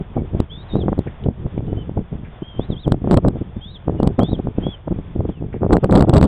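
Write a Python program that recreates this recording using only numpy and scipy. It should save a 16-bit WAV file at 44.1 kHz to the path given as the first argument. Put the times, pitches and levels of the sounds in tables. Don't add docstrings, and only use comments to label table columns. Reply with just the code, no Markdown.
import sys
import numpy as np
from scipy import signal
from scipy.fft import rfft, irfft, next_fast_len
from scipy.io import wavfile
from scipy.ndimage import uniform_filter1d

SR = 44100
rng = np.random.default_rng(int(sys.argv[2]) if len(sys.argv) > 2 else 0)


def generate_wav(sig):
    pcm = np.round(np.clip(np.atleast_2d(sig).T, -1, 1) * 32767).astype(np.int16)
    wavfile.write(sys.argv[1], SR, pcm)


N = 276507
T = np.arange(N) / SR
HZ = np.fft.rfftfreq(N, 1 / SR)


def amp(db):
    return 10 ** (np.asarray(db) / 20)


def unit_rms(x):
    return x / np.sqrt(np.mean(x ** 2) + 1e-20)


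def spectrum(points):
    hz, value = np.transpose(points)
    return np.interp(np.log(HZ + 1), np.log(hz), value)


def noise(gain):
    size = next_fast_len(N, True)
    shape = np.interp(np.fft.rfftfreq(size, 1 / SR), HZ, gain)
    return unit_rms(irfft(rfft(rng.standard_normal(size)) * shape, size)[:N])


def wobble(rate_hz):
    return noise(np.exp(-(HZ / rate_hz) ** 2))


def low_pass(x, hz, taps):
    return signal.oaconvolve(x, signal.firwin(taps, hz, window="blackman", fs=SR), "same")


def add(mix, start_s, sound):
    part = mix[round(start_s * SR):][:len(sound)]
    part += sound[:len(part)]


# (time [s], flow [dB], build [s], fade [s], eddy peak [dB], eddy half length [ms])
GUSTS = [(.002, -18, .01, 0.013, -19, 0.41), (0.168, -16.5, .008, 0.031, -10, 0.68),
         (0.221, -23, 0.024, 0.027, -13, 1.1), (.35, -16, 0.017, 0.032, -8, 1.05),
         (.403, -26, 0.036, 0.024, -2.5, 0.88), (0.756, -17.5, 0.019, 0.093, -5.5, 0.61),
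         (.883, -22, 0.013, 0.011, -5.5, 0.49), (0.93, -20.5, 0.023, 0.01, -9, 0.47),
         (.992, -22, 0.017, 0.017, -4, 0.88), (1.07, -21, 0.0069, 0.013, -28, 1.2),
         (1.287, -15, 0.027, .018, -6, 0.88), (1.459, -25, 0.057, 0.017, -11.5, 1.64),
         (1.579, -22, 0.03, 0.17, -10.5, 0.79), (1.772, -27.5, 0.013, 0.034, -17, 1.1),
         (1.895, -31.5, 0.014, 0.041, -14, 0.78), (1.974, -16, 0.0075, 0.03, -13.5, 0.68),
         (2.136, -25, 0.012, 0.034, -30, 0.66), (2.424, -19.5, 0.0026, 0.0031, -19.5, .8),
         (2.596, -24.5, 0.022, 0.022, -5.5, 0.74), (2.704, -18, 0.0097, 0.027, -10, 0.97),
         (2.879, -13, 0.014, 0.014, -4, 0.74), (2.922, -15.5, 0.015, 0.027, 1.5, 0.92),
         (3.075, -16.5, 0.034, 0.033, -7.5, 0.62), (3.112, -12.5, 0.019, 0.011, -1, .65),
         (3.143, -25, .01, .014, -1, 0.69), (3.174, -9, 0.035, 0.014, 0, 0.86),
         (3.25, -13, 0.014, 0.016, -4, 0.53), (3.276, -14.5, 0.017, 0.039, -6, 1.3),
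         (3.358, -24, 0.021, 0.019, -15, 0.83), (3.421, -18, 0.0082, 0.0056, -14.5, 1),
         (3.572, -21.5, .007, 0.01, -42, 1), (3.882, -22, 0.012, .008, -6, 0.6),
         (3.897, -19, 0.0058, .055, -6.5, 0.66), (4.002, -13, 0.0079, 0.024, -3.5, 0.67),
         (4.031, -13.5, .012, 0.042, -5, .6), (4.075, -18, .014, .032, -2.5, .92),
         (4.193, -9.5, 0.0052, .017, -1, 0.58), (4.233, -11.5, 0.013, 0.013, -3.5, 0.79),
         (4.332, -21, 0.037, .03, -5.5, 0.91), (4.397, -16.5, 0.012, 0.0083, -23, 0.76),
         (4.472, -25, 0.032, 0.029, -10.5, 0.59), (4.585, -20, 0.0054, 0.006, -6, .9),
         (4.668, -20.5, 0.048, 0.02, -8, 0.7), (4.881, -19, 0.005, 0.0074, -13.5, 0.52),
         (4.911, -15, 0.0042, 0.011, -11.5, 1.15), (4.989, -28.5, 0.041, .018, -14.5, 0.96),
         (5.162, -24, 0.015, 0.02, -12.5, 0.88), (5.194, -21.5, 0.015, 0.082, -10, 1.3),
         (5.293, -19, 0.0076, 0.0066, -11.5, 0.87), (5.425, -23, 0.021, 0.047, -15, 0.79),
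         (5.543, -24.5, 0.009, 0.033, -16, 0.64), (5.633, -11, 0.014, .014, -4.5, 0.56),
         (5.665, -13.5, 0.0069, .009, -6, 0.73), (5.708, -4.5, 0.0074, 0.006, -5.5, 0.47),
         (5.731, 0, 0.0065, 0.018, 2, 0.76), (5.769, -14.5, 0.0032, 0.013, -1, 0.55),
         (5.844, -6.5, .011, 0.016, -2.5, 0.5), (5.897, -9, 0.0032, .016, -8, 0.46),
         (5.926, -9, .008, 0.0086, 0, 0.62), (5.955, -1, 0.025, .045, 3.5, 1),
         (6.009, -16, .005, .008, 1.5, 1.04), (6.025, -15, 0.0089, .013, 2.5, 0.92),
         (6.096, -5.5, 0.015, 0.011, 0, 0.86), (6.138, 5.5, 0.0047, .036, 1.5, 1.15),
         (6.214, -20, 0.016, .006, -1, 0.69), (6.229, 0, 0.0032, 0.018, 4, 0.94)]


def airflow(lull_db=-43, swing_db=7.5, stir_hz=8.8):
    power = amp(lull_db + swing_db * np.tanh(wobble(stir_hz))) ** 2
    for time_s, db, build_s, fade_s, *_ in GUSTS:
        on = (T > time_s - 4 * build_s) & (T < time_s + 4 * fade_s)
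        t = T[on] - time_s
        power[on] += amp(db) ** 2 * np.exp(-(t / np.where(t < 0, build_s, fade_s)) ** 2)
    return 10 * np.log10(power)


def eddies(flow_db, stray_per_s=48, stray_db=1, stray_half_ms=0.88):
    capped_db = np.minimum(flow_db, 0)
    rate_per_s = stray_per_s * amp(0.96 * capped_db)
    hits = np.flatnonzero(rng.random(N) < rate_per_s / SR)
    halves_ms = stray_half_ms * np.exp(0.18 * rng.standard_normal(N))
    strays = [(T[i], stray_db + 0.97 * capped_db[i], halves_ms[i]) for i in hits]
    return strays + [(time_s, db, half_ms) for time_s, *_, db, half_ms in GUSTS]


# (centre [Hz], level at 0 dB drive [dB], growth with drive [dB/dB])
TURBULENCE = [(25.3, -23, 0.55), (64.4, -22.5, 0.41), (116, -8.5, 0.7852), (230.8, -4, 1.1362),
              (505, -2.5, 1.87), (889, -3, 3), (1470, -48, 0.7), (2960, -38.5, 2.3)]


def wind(flow_db, lump_db=3.5, kick_db=2.5, choke_db=-7, knee_db=3, steadiness=0.79):
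    gust_db = flow_db + lump_db * wobble(63) + kick_db * wobble(290)
    port_db = choke_db - knee_db * np.logaddexp(0, (choke_db - gust_db) / knee_db)
    centres_hz = [row[0] for row in TURBULENCE]
    out = np.zeros(N)
    for (hz, db, growth), weights in zip(TURBULENCE, np.eye(len(centres_hz))):
        shape = np.sqrt(spectrum(list(zip(centres_hz, weights))))
        band = noise(shape * HZ / np.hypot(HZ, 22) / (1 + (HZ / 4000) ** 4))
        energy = abs(uniform_filter1d(band ** 2, size=1100 + int(SR / hz))) + 1e-6
        steady = unit_rms(band / energy ** (steadiness / 2))
        drive_db = uniform_filter1d(port_db, size=int(SR / hz / 2) + 1)
        out += steady * amp(db + growth * drive_db)
    return out


def thumps(turbulence, strikes, sweep=0.71, reach=1.79):
    out = turbulence.copy()
    for time_s, db, half_ms in strikes:
        on = slice(max(int((time_s - .02) * SR), 0), int((time_s + .02) * SR))
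        u = (T[on] - time_s) * 1000 / half_ms
        swing = -np.sqrt(27 / 4) * u / np.sqrt(1 + u * u) ** 3
        swept = sweep * np.exp(-(u / reach) ** 2) * out[on]
        out[on] += amp(db) * swing * np.hanning(len(u)) - swept
    return out


# (frequency [Hz], relative density [dB])
WASH_SPECTRUM = [(20, 14.5), (120, 12), (280, 1.5), (550, 5), (950, 1.5), (1400, -4), (2200, -9),
                 (3000, -11), (3500, -6), (4000, -22)]
# (time [s], level [dB])
WASH_LEVEL = [(0, -46), (1.1, -43.5), (1.4, -46.5), (2.65, -43.5), (2.9, -46), (4.24, -46.5), (4.43, -43.5),
              (5.6, -47.5), (6.27, -42)]


def wash(swell_db=2.03, swell_hz=8.5):
    hiss = noise(amp(spectrum(WASH_SPECTRUM)))
    level_db = np.interp(T, *np.transpose(WASH_LEVEL)) + swell_db * wobble(swell_hz)
    return hiss * amp(level_db)


def whistle(t, hz, db, jitter=0.0083, flutter_db=2.0, attack_s=0.033, release_s=0.018):
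    def drift(rate_hz):
        smooth = uniform_filter1d(rng.standard_normal(SR), size=int(SR / rate_hz / 3) + 1)
        return unit_rms(smooth)[:len(t)]

    pitch_hz = uniform_filter1d(hz, size=700, mode="nearest") * (1 + jitter * drift(rate_hz=240))
    gate = np.clip(t / attack_s, 0, 1) * np.clip((t[-1] - t) / release_s, 0, 1)
    level = amp(db + flutter_db * drift(rate_hz=110)) * np.sin(np.pi / 2 * gate) ** 2
    return np.sqrt(2) * level * np.sin(2 * np.pi * np.cumsum(pitch_hz) / SR)


# (start [s], length [s], first pitch [Hz], last pitch [Hz], level [dB])
CHIRPS = [(0.165, 0.045, 2290, 2220, -53), (1.664, .075, 2940, 2980, -61), (3.542, 0.2, 3480, 3740, -60),
          (3.966, 0.059, 2930, 2860, -53), (4.55, .04, 2680, 2570, -55), (4.924, 0.055, 2520, 2340, -61.5),
          (5.288, 0.12, 3740, 2460, -59)]


def distant_birds():
    out = np.zeros(N)
    for start_s, length_s, first_hz, last_hz, db in CHIRPS:
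        t = np.arange(0, length_s, 1 / SR)
        glide_hz = np.geomspace(first_hz, last_hz, len(t))
        add(out, start_s, whistle(t, glide_hz, db, jitter=.014, flutter_db=1.0))
    return out


# (time [s], pitch [Hz], level [dB])
WAVERING_CALLS = [
    [(.488, 2950, -41), (.525, 3410, -37.5), (.555, 3520, -42), (.625, 3830, -42), (.665, 4260, -63),
     (.703, 3710, -39), (.731, 3670, -38), (.792, 3960, -46.5), (.837, 2970, -36)],
    [(2.405, 3050, -52), (2.49, 3275, -45), (2.535, 3130, -51), (2.592, 3160, -50), (2.627, 3610, -40.5),
     (2.675, 4200, -58), (2.711, 3880, -43), (2.731, 3380, -37.5), (2.755, 3030, -50.5)],
]


def hawk_wavering():
    out = np.zeros(N)
    for curve in WAVERING_CALLS:
        times_s, hz, db = np.transpose(curve)
        turns_s = times_s - times_s[0]
        t = np.arange(0, turns_s[-1], 1 / SR)
        add(out, times_s[0], whistle(t, np.interp(t, turns_s, hz), np.interp(t, turns_s, db)))
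    return out


# (start [s], level [dB], centre [Hz], decay [s])
RATTLES = [(1.072, -40.5, 1860, 0.016), (1.238, -36, 3660, 0.0041), (1.58, -43, 2400, 0.0054),
           (1.667, -51, 3550, 0.009), (2.247, -46, 1950, 0.033), (5.289, -43, 3180, 0.0056),
           (5.528, -42, 1850, 0.027)]


def rattles(log_spread=0.22):
    out, hiss = np.zeros(N), rng.standard_normal(N)
    for start_s, db, hz, decay_s in RATTLES:
        on = (T >= start_s) & (T < start_s + .2)
        band = signal.butter(2, [hz * np.exp(-log_spread), hz * np.exp(log_spread)], "band", fs=SR)
        burst = unit_rms(signal.lfilter(*band, hiss[on]))
        out[on] += amp(db) * burst * np.exp(-(T[on] - start_s) / decay_s)
    return out


# (start [s], length [s], top pitch [Hz], level [dB])
ARCHED_CALLS = [(1.752, .09, 3090, -49), (2.746, 0.12, 3890, -41.5), (3.601, 0.18, 3910, -40),
                (4.192, .175, 3864, -38), (4.612, 0.15, 3400, -40)]


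def hawk_arches(rest_hz=3000, scoop_hz=233, end_hz=2943, scoop_s=0.026, hold_s=0.02, fall_s=0.04):
    out = np.zeros(N)
    for start_s, length_s, top_hz, db in ARCHED_CALLS:
        t = np.arange(0, length_s, 1 / SR)
        turns_s = [0, scoop_s, length_s - fall_s - hold_s, length_s - fall_s, length_s]
        turns_hz = [rest_hz, min(rest_hz + scoop_hz, top_hz), top_hz, top_hz, end_hz]
        add(out, start_s, whistle(t, np.interp(t, turns_s, turns_hz), db))
    return out


def aviary(x, wet_db=-18, t60_s=0.41, echoes_per_s=1500, gap_s=0.006):
    t = T[:SR]
    taps = rng.standard_normal(SR) * (rng.random(SR) < echoes_per_s / SR)
    taps *= amp(-60 * t / t60_s) * (t > gap_s)
    echo = signal.oaconvolve(x, taps / np.linalg.norm(taps))[:N]
    return x + amp(wet_db) * echo * wobble(rate_hz=300)


def scene():
    flow_db = airflow()
    buffeting = thumps(wind(flow_db), eddies(flow_db))
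    background = wash()
    distant = aviary(rattles() + hawk_arches() + hawk_wavering() + distant_birds())
    return (buffeting + background + distant)[None]


# (frequency [Hz], relative density [dB])
RASP_SPECTRUM = [(2500, -3.5), (3700, 1.5), (4400, 1), (5400, -13.5), (6800, -17.5), (8000, -2),
                 (9500, -25.5), (15000, -27.5)]


def record(dry, clock_hz=8000, corner_hz=3720, ceiling=0.66, onset=0.89, ripple=0.033, rasp_gain=0.039):
    clock = np.cos(2 * np.pi * clock_hz * T)
    sampled = low_pass(dry[0], clock_hz / 2, taps=601) * (1 + 2 * clock)
    narrow = low_pass(sampled, corner_hz, taps=151)
    clipped = narrow / (1 + (narrow / ceiling) ** 20) ** (1 / 20)
    overload = np.clip((abs(narrow) / ceiling - onset) * 10, 0, 1)
    flutter = ripple * overload * (1 + clock) / 2
    rasp = rasp_gain * uniform_filter1d(overload, size=64) * noise(amp(spectrum(RASP_SPECTRUM)))
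    return low_pass(clipped * (1 - flutter) + rasp, hz=15900, taps=511)[None]


dry = scene()
out = record(dry)
generate_wav(out)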